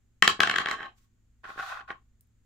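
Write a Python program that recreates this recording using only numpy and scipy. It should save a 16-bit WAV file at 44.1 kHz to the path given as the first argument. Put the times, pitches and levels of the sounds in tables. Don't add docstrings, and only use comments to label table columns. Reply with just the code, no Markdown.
import sys
import numpy as np
from scipy import signal
from scipy.fft import rfft, irfft, next_fast_len
from scipy.io import wavfile
from scipy.ndimage import map_coordinates

SR = 44100
rng = np.random.default_rng(int(sys.argv[2]) if len(sys.argv) > 2 else 0)


def to_wav(sig):
    pcm = np.clip(np.atleast_2d(sig), -1, 1) * 32767
    pcm = np.round(pcm).astype(np.int16)
    wavfile.write(sys.argv[1], SR, pcm.T)


N = 108045
T = np.arange(N) / SR
FFT_SIZE = next_fast_len(N + SR // 2)
HZ = np.fft.rfftfreq(FFT_SIZE, 1 / SR)
MONO_HZ = 600

# pitch_hz, level_db
AIR_TONE = [(25, 1), (60, 2), (90, -5.5), (140, -18.5), (260, -17), (400, -25), (600, -32), (1000, -35),
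            (1500, -31.5), (2500, -35.5), (5600, -41), (7100, -30), (9000, -46), (15000, -45.5)]
# pitch_hz, likeness (1 = the same)
AIR_LIKENESS = [(60, 0.92), (250, 0.3), (1000, .4), (6000, .1)]
# pitch_hz, level_db
HUM_NOTES = [(59, -73.5), (110, -72), (175, -85.5), (219, -84.5), (243, -84.5)]
# start_s, level_db, treble_db, extra_crack_db
DIE_HITS = [(0.223, -1, -15.5, 1.5), (0.276, 0, -14, 2.5), (0.403, -3, -18.5, 1.5), (0.432, -6.5, -22, 0),
            (0.472, -12, -26.5, -4), (0.496, -11.5, -26.5, 0), (0.511, -14.5, -23, -1),
            (0.539, -16.5, -39, -10), (0.557, -18.5, -25, 3), (0.56, -13.5, -20, 6), (0.583, -11, -22, 1),
            (0.604, -20.5, -34.5, -12), (0.615, -22.5, -26, -19), (0.658, -15.5, -30, 1),
            (0.67, -20.5, -35, 0), (0.685, -18, -26.5, -13), (0.696, -28, -17.5, -7), (0.711, -16, -17, -8),
            (0.804, -26.5, -48, -9), (0.828, -29.5, -32.5, 0)]
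# pitch_hz, width_hz, level_db
TABLE_RESONANCES = [(185.2, 150, -14), (420, 260, -10), (834, 160, -12.5), (1081, 71, -1.5),
                    (1320, 90, 1.5), (1560, 170, 2), (1801, 330, 2), (2320, 510, -16.5), (2546, 230, -12),
                    (3210, 340, -6), (4086, 360, -11), (5650, 1100, -21.5), (7050, 990, -21),
                    (8250, 1100, -35), (9880, 1000, -37.5), (11700, 1200, -32), (14100, 4700, -36)]
# delay_s, left_gain, right_gain
NEAR_ECHOES = [(.0013, 0.201, .28), (.0026, .35, 0.12)]
# pitch_hz, fade_s
ROOM_FADE = [(150, .18), (700, 0.17), (1500, 0.15), (4000, .18), (8000, 0.16), (14000, 0.073)]
# pitch_hz, level_db
ROOM_TONE = [(100, 5.5), (500, -4), (1100, 3.5), (1650, -9), (2500, -4), (4500, -5.5), (8000, -5),
             (15000, -3)]
RING_PITCHES = [205, 1060, 1100, 1156, 1289, 1524, 1605, 1694, 1789, 1972, 2255, 2812, 3110, 3186]
RING_LEVELS = [-7.5, -11, -3.5, 1.5, -2.5, 0.5, -4, 1, -5, -12, 1.5, -6.5, -5.5, -3]
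# start_s, level_db, cutoff_hz
SOFT_KNOCKS = [(0.393, -22, 720), (1.441, -35.5, 2640), (1.452, -33, 2410), (1.492, -33, 1420),
               (1.502, -34.5, 1400), (1.559, -42, 810), (1.577, -30.5, 1380), (1.594, -29, 1450),
               (1.807, -37.5, 2167), (1.894, -38, 1600), (1.9036, -24.5, 2120), (1.914, -39, 1502),
               (1.926, -39, 1500)]
# time_s, level_db
ROLL_LEVELS = [(.42, -41.5), (.5, -40.5), (.6, -38), (.65, -37), (.73, -32), (.765, -43), (.81, -36.5),
               (.86, -37.5), (.878, -56.5), (.91, -73.5)]
# pitch_hz, level_db
ROLL_TONE = [(100, 3), (350, 8), (700, 9), (1500, -0.5), (3200, -4.5), (8000, -14.5), (15000, -9.5)]
# time_s, level_db
RUSTLE_LEVELS = [(.95, -89.5), (.982, -67), (1.0, -74.5), (1.045, -74.5), (1.11, -94)]
# pitch_hz, level_db
RUSTLE_TONE = [(300, -12.5), (1500, 1), (4000, -2), (7500, 0), (9500, -10), (15000, -6.5)]
# time_s, level_db
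GRATING_LEVELS = [(1.435, -51), (1.446, -42), (1.475, -46.5), (1.5, -39), (1.53, -51), (1.57, -53),
                  (1.585, -37.5), (1.602, -31), (1.617, -41), (1.633, -33.5), (1.652, -42.5), (1.712, -35),
                  (1.765, -39.5), (1.81, -41), (1.835, -57), (1.87, -87), (1.879, -45.5), (1.915, -38.5),
                  (1.945, -61)]
# pitch_hz, level_db
GRATING_TONE = [(100, -39), (250, -39), (520, -25.5), (660, -15), (790, -5.5), (930, -19.5), (1090, 1.5),
                (1220, -9.5), (1480, 2.5), (1650, -11), (1900, -10.5), (2250, -21.5), (2550, -14),
                (2850, -23.5), (3400, -22.5), (6000, -37), (15000, -57.5)]
# time_s, level_db
HISS_LEVELS = [(1.43, -90.5), (1.445, -71.5), (1.5, -61), (1.56, -66.5), (1.59, -56.5), (1.7, -52),
               (1.8, -69.5), (1.85, -124), (1.91, -70), (1.95, -101)]
# pitch_hz, level_db
HISS_TONE = [(1000, -49), (2500, -5), (3700, 4), (5000, -4.5), (7000, -6.5), (9000, -16.5), (12000, -14.5),
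             (15500, -21)]
# pitch_hz, likeness
DRAG_LIKENESS = [(200, .95), (1000, 0.53), (3000, 0.1), (9000, .1)]
# start_s, level_db, fade_s
NAIL_TICKS = [(2.209, -43, 0.01455), (2.272, -64, 0.011)]
# pitch_hz, level_db
TICK_TONE = [(1000, -29.5), (4500, -14.5), (7500, -7), (12000, 1), (16000, 1)]


def amp(db):
    return 10 ** (np.asarray(db) / 20)


def unit(x):
    return x / np.sqrt(np.mean(x ** 2) + 1e-20)


def along(points, hz):
    pitches, values = np.transpose(points)
    return np.interp(np.log(hz + 1), np.log(pitches + 1), values)


def level(rows):
    times, db = np.transpose(rows)
    return amp(np.interp(T, times, db, left=-140, right=-140))


def filtered(x, response):
    return irfft(rfft(x, FFT_SIZE) * response, FFT_SIZE)[..., :N]


def add(track, start_s, sound):
    start = round(start_s * SR)
    part = track[..., start:start + sound.shape[-1]]
    part += sound[..., :part.shape[-1]]


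def stereo(x, tone, likeness):
    angle = np.arccos(np.clip(along(likeness, HZ), -1, 1)) / 2
    mid, side = filtered(x, amp(along(tone, HZ)) * np.array([np.cos(angle), np.sin(angle)]))
    return np.array([mid + side, mid - side])


def air_and_hum(waver_rad=.7, wavers=14):
    hum = np.zeros(N)
    for hz, db in HUM_NOTES:
        drift = map_coordinates(rng.standard_normal(wavers + 2), [T / T[-1] * wavers])
        hum += amp(db) * np.sqrt(2) * np.sin(2 * np.pi * hz * T + waver_rad * drift)
    air = unit(stereo(rng.standard_normal((2, N)), AIR_TONE, AIR_LIKENESS))
    return amp(-66) * air + hum


def tabletop(f):
    return sum((-1) ** k * amp(db) * 1j * f * width / (hz * hz - f * f + 1j * f * width)
               for k, (hz, width, db) in enumerate(TABLE_RESONANCES))


def stereo_paths(f, scatter_s=.0034, low_cut_hz=1040, apart=.8):
    delay = lambda s: np.exp(-2j * np.pi * f * s)
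    t = np.arange(SR // 100) / SR
    shared, own = rng.standard_normal((2, len(t))) * np.exp(-(t / scatter_s) ** 4)
    scatter = np.array([shared + apart * own, shared - apart * own])
    scatter = rfft(scatter / np.linalg.norm(scatter[0]), 2 * (len(f) - 1))
    scatter *= (1j * f / (1j * f + low_cut_hz)) ** 2
    echoes = sum(delay(s) * np.array([[left], [right]]) for s, left, right in NEAR_ECHOES)
    sides = np.array([amp(.5) * np.ones(len(f)), amp(-.5) * delay(.00003)])
    return (1 + amp(3) * scatter + echoes) * sides


def room(x, echo_db=-2.5, delay_s=.0019, build_s=.0095):
    hz, t, noise = signal.stft(rng.standard_normal((2, SR // 3)), SR, nperseg=256)
    fade = amp(-60 * t / along(ROOM_FADE, hz)[:, None])
    tail = signal.istft(noise * fade, SR, nperseg=256)[1]
    size = tail.shape[1]
    f = np.fft.rfftfreq(size, 1 / SR)
    tail *= 1 - np.exp(-np.maximum(np.arange(size) / SR - delay_s, 0) / build_s)
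    mid, side = rfft(unit(tail)) * amp(echo_db + along(ROOM_TONE, f))
    side *= f ** 2 / (f ** 2 + MONO_HZ ** 2)
    tail = irfft(np.array([mid + side, mid - side]), size) / np.sqrt(2 * size)
    tail[:, 0] += 1
    return signal.fftconvolve(x, tail, axes=1)[:, :N]


def clacks(hardness=.6, usual_treble_db=-18, bright_hz=3071, start_delay_s=.0009, size=8192):
    out, f = np.zeros((2, N)), np.fft.rfftfreq(size, 1 / SR)
    wood = tabletop(f)
    treble_octaves = np.log2(1 + (f / bright_hz) ** 2) / 2
    crack = np.exp(-((f - 3200) / 450) ** 2)
    lag = np.exp(-2j * np.pi * f * start_delay_s)
    for start_s, db, treble_db, crack_db in DIE_HITS:
        tilt_db = hardness * (treble_db - usual_treble_db) * treble_octaves
        blow = wood * amp(tilt_db + crack_db * crack)
        blow /= np.abs(irfft(blow)).max()
        clack = irfft(blow * lag * stereo_paths(f))[:, :size // 2]
        add(out, start_s, amp(db - 2) * room(clack))
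        add(out, start_s + start_delay_s, amp(db) * after_ring())
    return out


def after_ring(ring_db=-34.5, fade_s=.22, varies_db=2, spread_rad=.6):
    t = np.arange(SR // 3) / SR
    ring = np.zeros((2, len(t)))
    for hz, db in zip(RING_PITCHES, RING_LEVELS):
        gain = amp(db + varies_db * rng.standard_normal())
        phase = spread_rad * min(hz / MONO_HZ, 1) * rng.standard_normal((2, 1))
        ring += gain * np.sin(2 * np.pi * hz * t + phase)
    return ring * amp(ring_db - 60 * t / fade_s)


def knocks(size=8192):
    out, f = np.zeros((2, N)), np.fft.rfftfreq(size, 1 / SR)
    wood = tabletop(f)
    for start_s, db, cutoff_hz in SOFT_KNOCKS:
        dulled = wood / (1 + 1j * f / cutoff_hz) ** 3
        knock = irfft(dulled * stereo_paths(f))[:, :size // 2]
        add(out, start_s, amp(db) * room(knock / np.abs(knock).max(), echo_db=-7))
    return out


def tiny_blows(per_s, spread_db):
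    hits = rng.random(N) < per_s / SR
    sizes = amp(spread_db * np.clip(rng.standard_normal(N), -2, 2))
    return hits * sizes * rng.choice([-1, 1], N)


def roll():
    patter = tiny_blows(per_s=1200, spread_db=3.5)
    response = tabletop(HZ) * amp(along(ROLL_TONE, HZ)) * stereo_paths(HZ)
    gain = amp(-4) / filtered(patter, response).std()
    return room(gain * filtered(patter * level(ROLL_LEVELS), response))


def hand_rustle():
    noise = filtered(rng.standard_normal((2, N)), amp(along(RUSTLE_TONE, HZ)))
    return unit(noise) * level(RUSTLE_LEVELS)


def drag():
    slips = np.array([tiny_blows(per_s=2800, spread_db=4) for _ in range(2)])
    grating = unit(stereo(slips, GRATING_TONE, DRAG_LIKENESS)) * level(GRATING_LEVELS)
    hiss = unit(stereo(rng.standard_normal((2, N)), HISS_TONE, DRAG_LIKENESS)) * level(HISS_LEVELS)
    return room(amp(-1) * grating + amp(1.5) * hiss, echo_db=-10)


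def nail_ticks():
    out, t = np.zeros((2, N)), np.arange(SR // 10) / SR
    for start_s, db, fade_s in NAIL_TICKS:
        add(out, start_s, amp(db - 60 * t / fade_s) * rng.standard_normal((2, len(t))) / 2)
    return room(filtered(out, amp(along(TICK_TONE, HZ))), echo_db=-5.5)


def scene():
    return clacks() + knocks() + roll() + drag() + hand_rustle() + nail_ticks() + air_and_hum()


def record(dry, top_hz=16100, edge_hz=700):
    return filtered(np.clip(dry, -1, 1), np.clip((top_hz - HZ) / edge_hz, 0, 1))


dry = scene()
out = record(dry)
to_wav(out)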